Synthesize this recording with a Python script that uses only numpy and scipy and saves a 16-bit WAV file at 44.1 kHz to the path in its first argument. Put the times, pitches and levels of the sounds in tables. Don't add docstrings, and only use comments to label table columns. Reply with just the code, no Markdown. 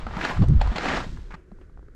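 import sys
import numpy as np
from scipy import signal
from scipy.fft import rfft, irfft, next_fast_len
from scipy.io import wavfile
from scipy.ndimage import uniform_filter1d, map_coordinates

SR = 44100
rng = np.random.default_rng(int(sys.argv[2]) if len(sys.argv) > 2 else 0)


def persist_wave(psi):
    counts = np.round(np.clip(psi, -1, 1) * 32767).astype(np.int16)
    wavfile.write(sys.argv[1], SR, np.atleast_2d(counts).T)


N = 85995

# (time [s], level [dB])
FAR_WIND_LEVEL = [(1.37, -55.5), (1.45, -60.5), (1.62, -56.5), (1.72, -60)]
RUMBLE_LEVEL = [(0, -38.5), (.058, -30), (.10, -35), (.17, -33), (.26, -44), (.35, -30.5), (.70, -30),
                (.76, -40.5), (.83, -39.5), (.89, -33.5), (.93, -38.5), (.975, -31), (1.05, -37),
                (1.125, -30), (1.17, -35.5), (1.32, -38), (1.46, -57), (1.54, -43.5), (1.72, -48.5),
                (1.76, -39), (1.83, -45), (1.95, -46.5)]
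# (time [s], level [dB], rate at which eddies sweep past the microphone [Hz])
GUST_SWEEP = [(.33, -51, 60.03), (.378, -23.5, 85), (.395, -17, 144.9), (.426, -11.5, 204.6),
              (.452, -23.5, 99.7), (.478, -20, 120.8), (.503, -12, 205.6), (.535, -15, 109.8),
              (.568, -12.5, 119.5), (.595, -14.5, 58), (.645, -23.5, 60.8), (.68, -18.5, 76.4),
              (.708, -22, 54.8), (.745, -62, 50.2)]
# (frequency [Hz], relative density [dB])
FAR_WIND_SPECTRUM = [(100, -4.5), (260, -5), (370, 3), (520, -7.5), (900, -24.5), (1500, -12.5),
                     (2000, -20.5), (2700, -31), (7000, -34.5), (12000, -45.5), (15000, -67)]
RUMBLE_SPECTRUM = [(12, -6), (30, 6.5), (62, 0), (100, -10), (170, -15), (300, -26.5), (500, -47.5),
                   (4000, -120)]
EDDY_SPECTRUM = [(20, -7), (65, 0), (115, -0.5), (175, -9.5), (260, -19), (400, -34.5), (900, -62),
                 (4000, -120)]

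# (time [s], level [dB], t60 [s])
VALLEY_RUSTLES = [(1.357, -60.5, 0.37), (1.612, -59, 0.11)]
# (time [s], level before the tone filter [dB], pitch [Hz], knock [dB])
VALLEY_TICKS = [(1.517, -41, 910, -56), (1.587, -50, 1200, -51), (1.614, -54, 644, -42.5),
                (1.696, -49, 1080, -53), (1.774, -44.5, 1320, -49), (1.793, -47, 710, -48),
                (1.828, -53, 1250, -42.5), (1.884, -48, 1490, -43)]
# (frequency [Hz], gain [dB])
RUSTLE_FILTER = [(200, -16), (700, 6), (1500, 1), (2600, 1), (3500, -11), (5000, -28), (12000, -44)]
TICK_FILTER = [(300, 4), (1600, -2.5), (3000, -14.5), (9000, -12)]
# (time [s], level [dB], pitch [Hz])
CONTACT_THUDS = [(0.069, -26.5, 215), (.168, -21, 188), (.718, -24.5, 224), (0.758, -24, 189),
                 (1.066, -26.5, 176), (1.341, -30, 163), (1.521, -33.5, 199)]

# (time [s], level [dB])
SHUFFLE_LEVEL = [(0, -42), (.04, -48), (.16, -44.5), (.36, -42.5), (.47, -50.5), (.58, -49), (.64, -38.5),
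                 (.70, -42), (.8, -40.5), (1.08, -68), (1.2, -61.5), (1.3, -67)]
# (time of full load [s], hold [s], level [dB], rise [dB/s], fall [dB/s], fizz re crunch [dB])
BOOT_STEPS = [(0.23, 0.069, -29.5, 149.5, 221, -37), (0.854, 0.11, -26.5, 139, 208, -50)]
# (time [s], level [dB], pitch [Hz], attack [s], t60 [s], splinters re ring [dB])
CRUST_SNAPS = [(.067, -22, 1010, 0.0005, 0.019, -18), (.110, -29, 1040, 0.00062, 0.011, -25),
               (.136, -34, 1145, 0.0049, 0.032, -18), (.167, -27, 1064, 0.0018, .022, -8),
               (.179, -28.5, 915, 0.0012, 0.027, -24), (.211, -26.5, 1754, .003, 0.026, -5.5),
               (0.239, -30, 2970, 0.0049, 0.034, -11), (0.2494, -15.5, 1647, 0.00058, 0.02, -6),
               (0.309, -28, 956, .003, 0.036, -9), (.369, -31.5, 1175, 0.0045, 0.039, -15),
               (.418, -31, 900, 0.0061, 0.045, -9), (0.435, -27.5, 603, .003, 0.036, -16),
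               (0.4848, -45, 7200, .0005, 0.011, 3), (.606, -39, 2772, .006, 0.066, -4),
               (0.6136, -16, 726, 0.00063, 0.027, -9.5), (.672, -26.5, 844, 0.0014, 0.027, -11),
               (.715, -37, 752, .005, 0.04, -7), (.758, -28.5, 874, 0.0022, 0.07, 0),
               (.782, -24.5, 1787, 0.0011, 0.021, 1), (.853, -23.5, 798, 0.0032, 0.039, -6.5),
               (.883, -25, 1900, 0.0033, 0.043, -4), (.968, -35, 4480, 0.0018, 0.024, 3),
               (.974, -22, 1003, 0.002, 0.028, -12), (1.000, -28.5, 1203, 0.0045, 0.05, -7.5),
               (1.038, -32, 567, 0.0057, 0.036, -8), (1.172, -39, 1390, 0.00043, 0.015, -16),
               (1.306, -37, 1196, 0.0004, 0.027, -12.5), (1.340, -35, 1057, 0.0011, 0.052, -8)]
# (frequency [Hz], relative density [dB])
SHUFFLE_SPECTRUM = [(100, -5.5), (200, 1.5), (550, 0), (1300, 1), (2200, -6), (4000, -11), (6000, -19.5),
                    (7500, -23.5), (9500, -33), (15000, -53)]
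SCUFF_SPECTRUM = [(100, -21), (600, -8), (1200, 2.5), (2200, -1.5), (3200, -15.5), (7500, -26),
                  (15000, -57)]
CRUNCH_SPECTRUM = [(88, -26.5), (150, 0.5), (238, 3.5), (306, 2.5), (458, -4), (784, -3.5), (1760, -3),
                   (5910, -21), (7200, -24), (9190, -39.5), (12500, -48), (14900, -77)]
FIZZ_SPECTRUM = [(500, -53.5), (5000, -21.5), (8000, -4), (10000, -4), (13000, -1), (15000, -12)]
CRUMB_SPECTRUM = [(100, -19), (800, -15.5), (1400, -6), (2200, -6), (3800, -2), (6000, -7), (7500, -7.5),
                  (9500, -19.5), (14000, -28)]
SPLINTER_SPECTRUM = [(100, -23), (500, 7.5), (1000, 7), (2000, 2.5), (3000, -2.5), (4500, -3.5),
                     (6000, -18), (7500, -15), (9500, -35), (12500, -39), (15000, -62)]

VALLEY_START_S, EDDY_HZ, TOP_HZ = 1.357, 150, 15000
WALL_T60_S, WALL_DB = 0.13, -12.5
GRAIN_HZ, GRAIN_OCTAVES, GRAIN_T60_CYCLES, POWDER_DB = 2060, 4.2, 3.8, -3
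RING_ROUGHNESS, RING_SPLIT = .12, 0.1397
SCUFF_S, SCUFF_DB, SCUFF_ATTACK_S = 1.304, -47.5, .004
CRUMB_RE_STEP_DB, CRUMB_DELAY_S, CRUMB_RISE_DB_PER_S, CRUMB_FALL_DB_PER_S = -23.5, 0.019, 288, 58.5


def amp(db):
    return 10 ** (np.asarray(db) / 20)


def unit(x):
    return x / np.sqrt(np.mean(x ** 2) + 1e-20)


def curve(rows):
    return np.interp(np.arange(N) / SR, *np.transpose(rows))


def colour(x, points):
    size = 2 * next_fast_len(len(x))
    hz, db = np.transpose(points)
    gain = amp(np.interp(np.log(np.fft.rfftfreq(size, 1 / SR) + 1), np.log(hz), db))
    cepstrum = irfft(np.log(gain), size)
    cepstrum[1:size // 2] *= 2
    cepstrum[size // 2 + 1:] = 0
    return irfft(rfft(x, size) * np.exp(rfft(cepstrum)), size)[:len(x)]


def noise(spectrum):
    return unit(colour(rng.standard_normal(N + SR), spectrum)[-N:])


def even(x, span_s):
    power = uniform_filter1d(x ** 2, max(int(span_s * SR), 2))
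    return x / np.sqrt(np.abs(power) + 1e-9)


def add(track, start_s, sound):
    part = track[max(round(start_s * SR), 0):][:len(sound)]
    part += sound[:len(part)]


def far_wind():
    return amp(curve(FAR_WIND_LEVEL)) * noise(FAR_WIND_SPECTRUM)


def microphone_rumble():
    return amp(curve(RUMBLE_LEVEL)) * even(noise(RUMBLE_SPECTRUM), span_s=0.0433)


def gust():
    rows = np.array(GUST_SWEEP)
    level_db, sweep_hz = curve(rows[:, :2]), curve(rows[:, [0, 2]])
    travel = np.cumsum(sweep_hz / EDDY_HZ)
    pressure = map_coordinates(noise(EDDY_SPECTRUM), [travel], mode="mirror")
    return amp(level_db) * even(pressure, span_s=.025)


def rock_walls(direct):
    t = np.arange(SR // 4) / SR
    tail = rng.standard_normal(len(t)) * amp(-60 * t / WALL_T60_S) * (t > .004)
    echo = signal.fftconvolve(direct, tail / np.linalg.norm(tail))[:N]
    return direct + amp(WALL_DB) * echo


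def thud(hz, t60):
    t = np.arange(SR // 5) / SR
    return np.sin(2 * np.pi * hz * t) * amp(-60 * t / t60)


def small_contacts():
    out, t = np.zeros(N), np.arange(SR // 5) / SR
    for start_s, db, hz, knock_db in VALLEY_TICKS:
        tick = snap(hz, attack_s=0.00042, t60=0.011, splinters_db=-5.5)
        add(out, start_s, amp(db) * colour(tick, TICK_FILTER))
        add(out, start_s, amp(knock_db) * thud(hz=382, t60=0.034))
    for start_s, db, hz in CONTACT_THUDS:
        add(out, start_s, amp(db) * thud(hz, t60=0.061))
    for start_s, db, t60 in VALLEY_RUSTLES:
        add(out, start_s, amp(db - 60 * t / t60) * noise(RUSTLE_FILTER)[:len(t)])
    return out


def grains(spectrum, per_s, spread_db):
    onset, pitch, chance, phase = np.hsplit(rng.random((int(per_s * N / SR), 4)), 4)
    t = np.arange(SR // 200) / SR
    cycles = GRAIN_HZ * 2 ** (GRAIN_OCTAVES * (pitch - .5)) * t
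    size = amp(-spread_db * np.log(np.maximum(chance, .01)))
    balance = np.sqrt(cycles[:, 1:2])
    decay = amp(-60 * cycles / GRAIN_T60_CYCLES)
    waves = size * balance * np.cos(2 * np.pi * (cycles + phase)) * decay
    positions = (onset * N).astype(int) + np.arange(len(t))
    summed = np.bincount(positions.ravel(), waves.ravel(), N)[:N]
    cracks = unit(colour(summed, spectrum))
    return even(cracks + amp(POWDER_DB) * noise(spectrum), span_s=0.07)


def snap(hz, attack_s, t60, splinters_db):
    t = np.arange(SR // 10) / SR
    envelope = amp(-60 * t / t60) * (1 - np.exp(-t / attack_s))
    envelope /= envelope.max()
    jitter = uniform_filter1d(rng.standard_normal((2, len(t))), size=12)
    jitter = uniform_filter1d(jitter, size=9)
    drift = np.cumsum(jitter, axis=1) * RING_ROUGHNESS * np.sqrt(hz / 1000)
    modes_hz = hz * np.array([[1 - RING_SPLIT], [1 + RING_SPLIT]])
    ring = np.sin(2 * np.pi * modes_hz * t + drift).sum(axis=0) / np.sqrt(2) * envelope
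    chips = even(rng.standard_normal(len(t)), span_s=0.00042)
    spray = colour(chips * envelope, SPLINTER_SPECTRUM) / np.std(colour(chips, SPLINTER_SPECTRUM))
    return ring + amp(splinters_db) * spray


def scuff():
    contact = np.clip((np.arange(N) / SR - SCUFF_S) / SCUFF_ATTACK_S, 0, 1)
    return amp(SCUFF_DB) * contact * grains(SCUFF_SPECTRUM, per_s=1300, spread_db=3.5)


def footsteps():
    t = np.arange(N) / SR
    crunch = grains(CRUNCH_SPECTRUM, per_s=2600, spread_db=3)
    fizz = grains(FIZZ_SPECTRUM, per_s=700, spread_db=5)
    crumbs = grains(CRUMB_SPECTRUM, per_s=1800, spread_db=2)
    out = amp(curve(SHUFFLE_LEVEL)) * grains(SHUFFLE_SPECTRUM, per_s=1100, spread_db=2.5)
    for loaded_s, hold_s, db, rise, fall, fizz_db in BOOT_STEPS:
        lift_s = loaded_s + hold_s
        load = amp(db - rise * np.maximum(loaded_s - t, 0) - fall * np.maximum(t - lift_s, 0))
        out += load * (crunch + amp(fizz_db) * fizz)
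        past_peak_s = t - lift_s - CRUMB_DELAY_S
        drop_db = np.maximum(-CRUMB_RISE_DB_PER_S * past_peak_s, CRUMB_FALL_DB_PER_S * past_peak_s)
        out += amp(db + CRUMB_RE_STEP_DB - drop_db) * crumbs
    for start_s, db, hz, attack_s, t60, splinters_db in CRUST_SNAPS:
        add(out, start_s, amp(db) * snap(hz, attack_s, t60, splinters_db))
    return out


def scene():
    in_cutting = np.clip((VALLEY_START_S - np.arange(N) / SR) / 0.0025, 0, 1)
    steps = in_cutting * rock_walls(footsteps() + scuff())
    return (steps + small_contacts() + microphone_rumble() + gust() + far_wind())[None]


def record(dry):
    size = next_fast_len(N + SR // 2)
    passband = np.fft.rfftfreq(size, 1 / SR) < TOP_HZ
    return irfft(rfft(dry, size) * passband, size)[..., :N]


dry = scene()
out = record(dry)
persist_wave(out)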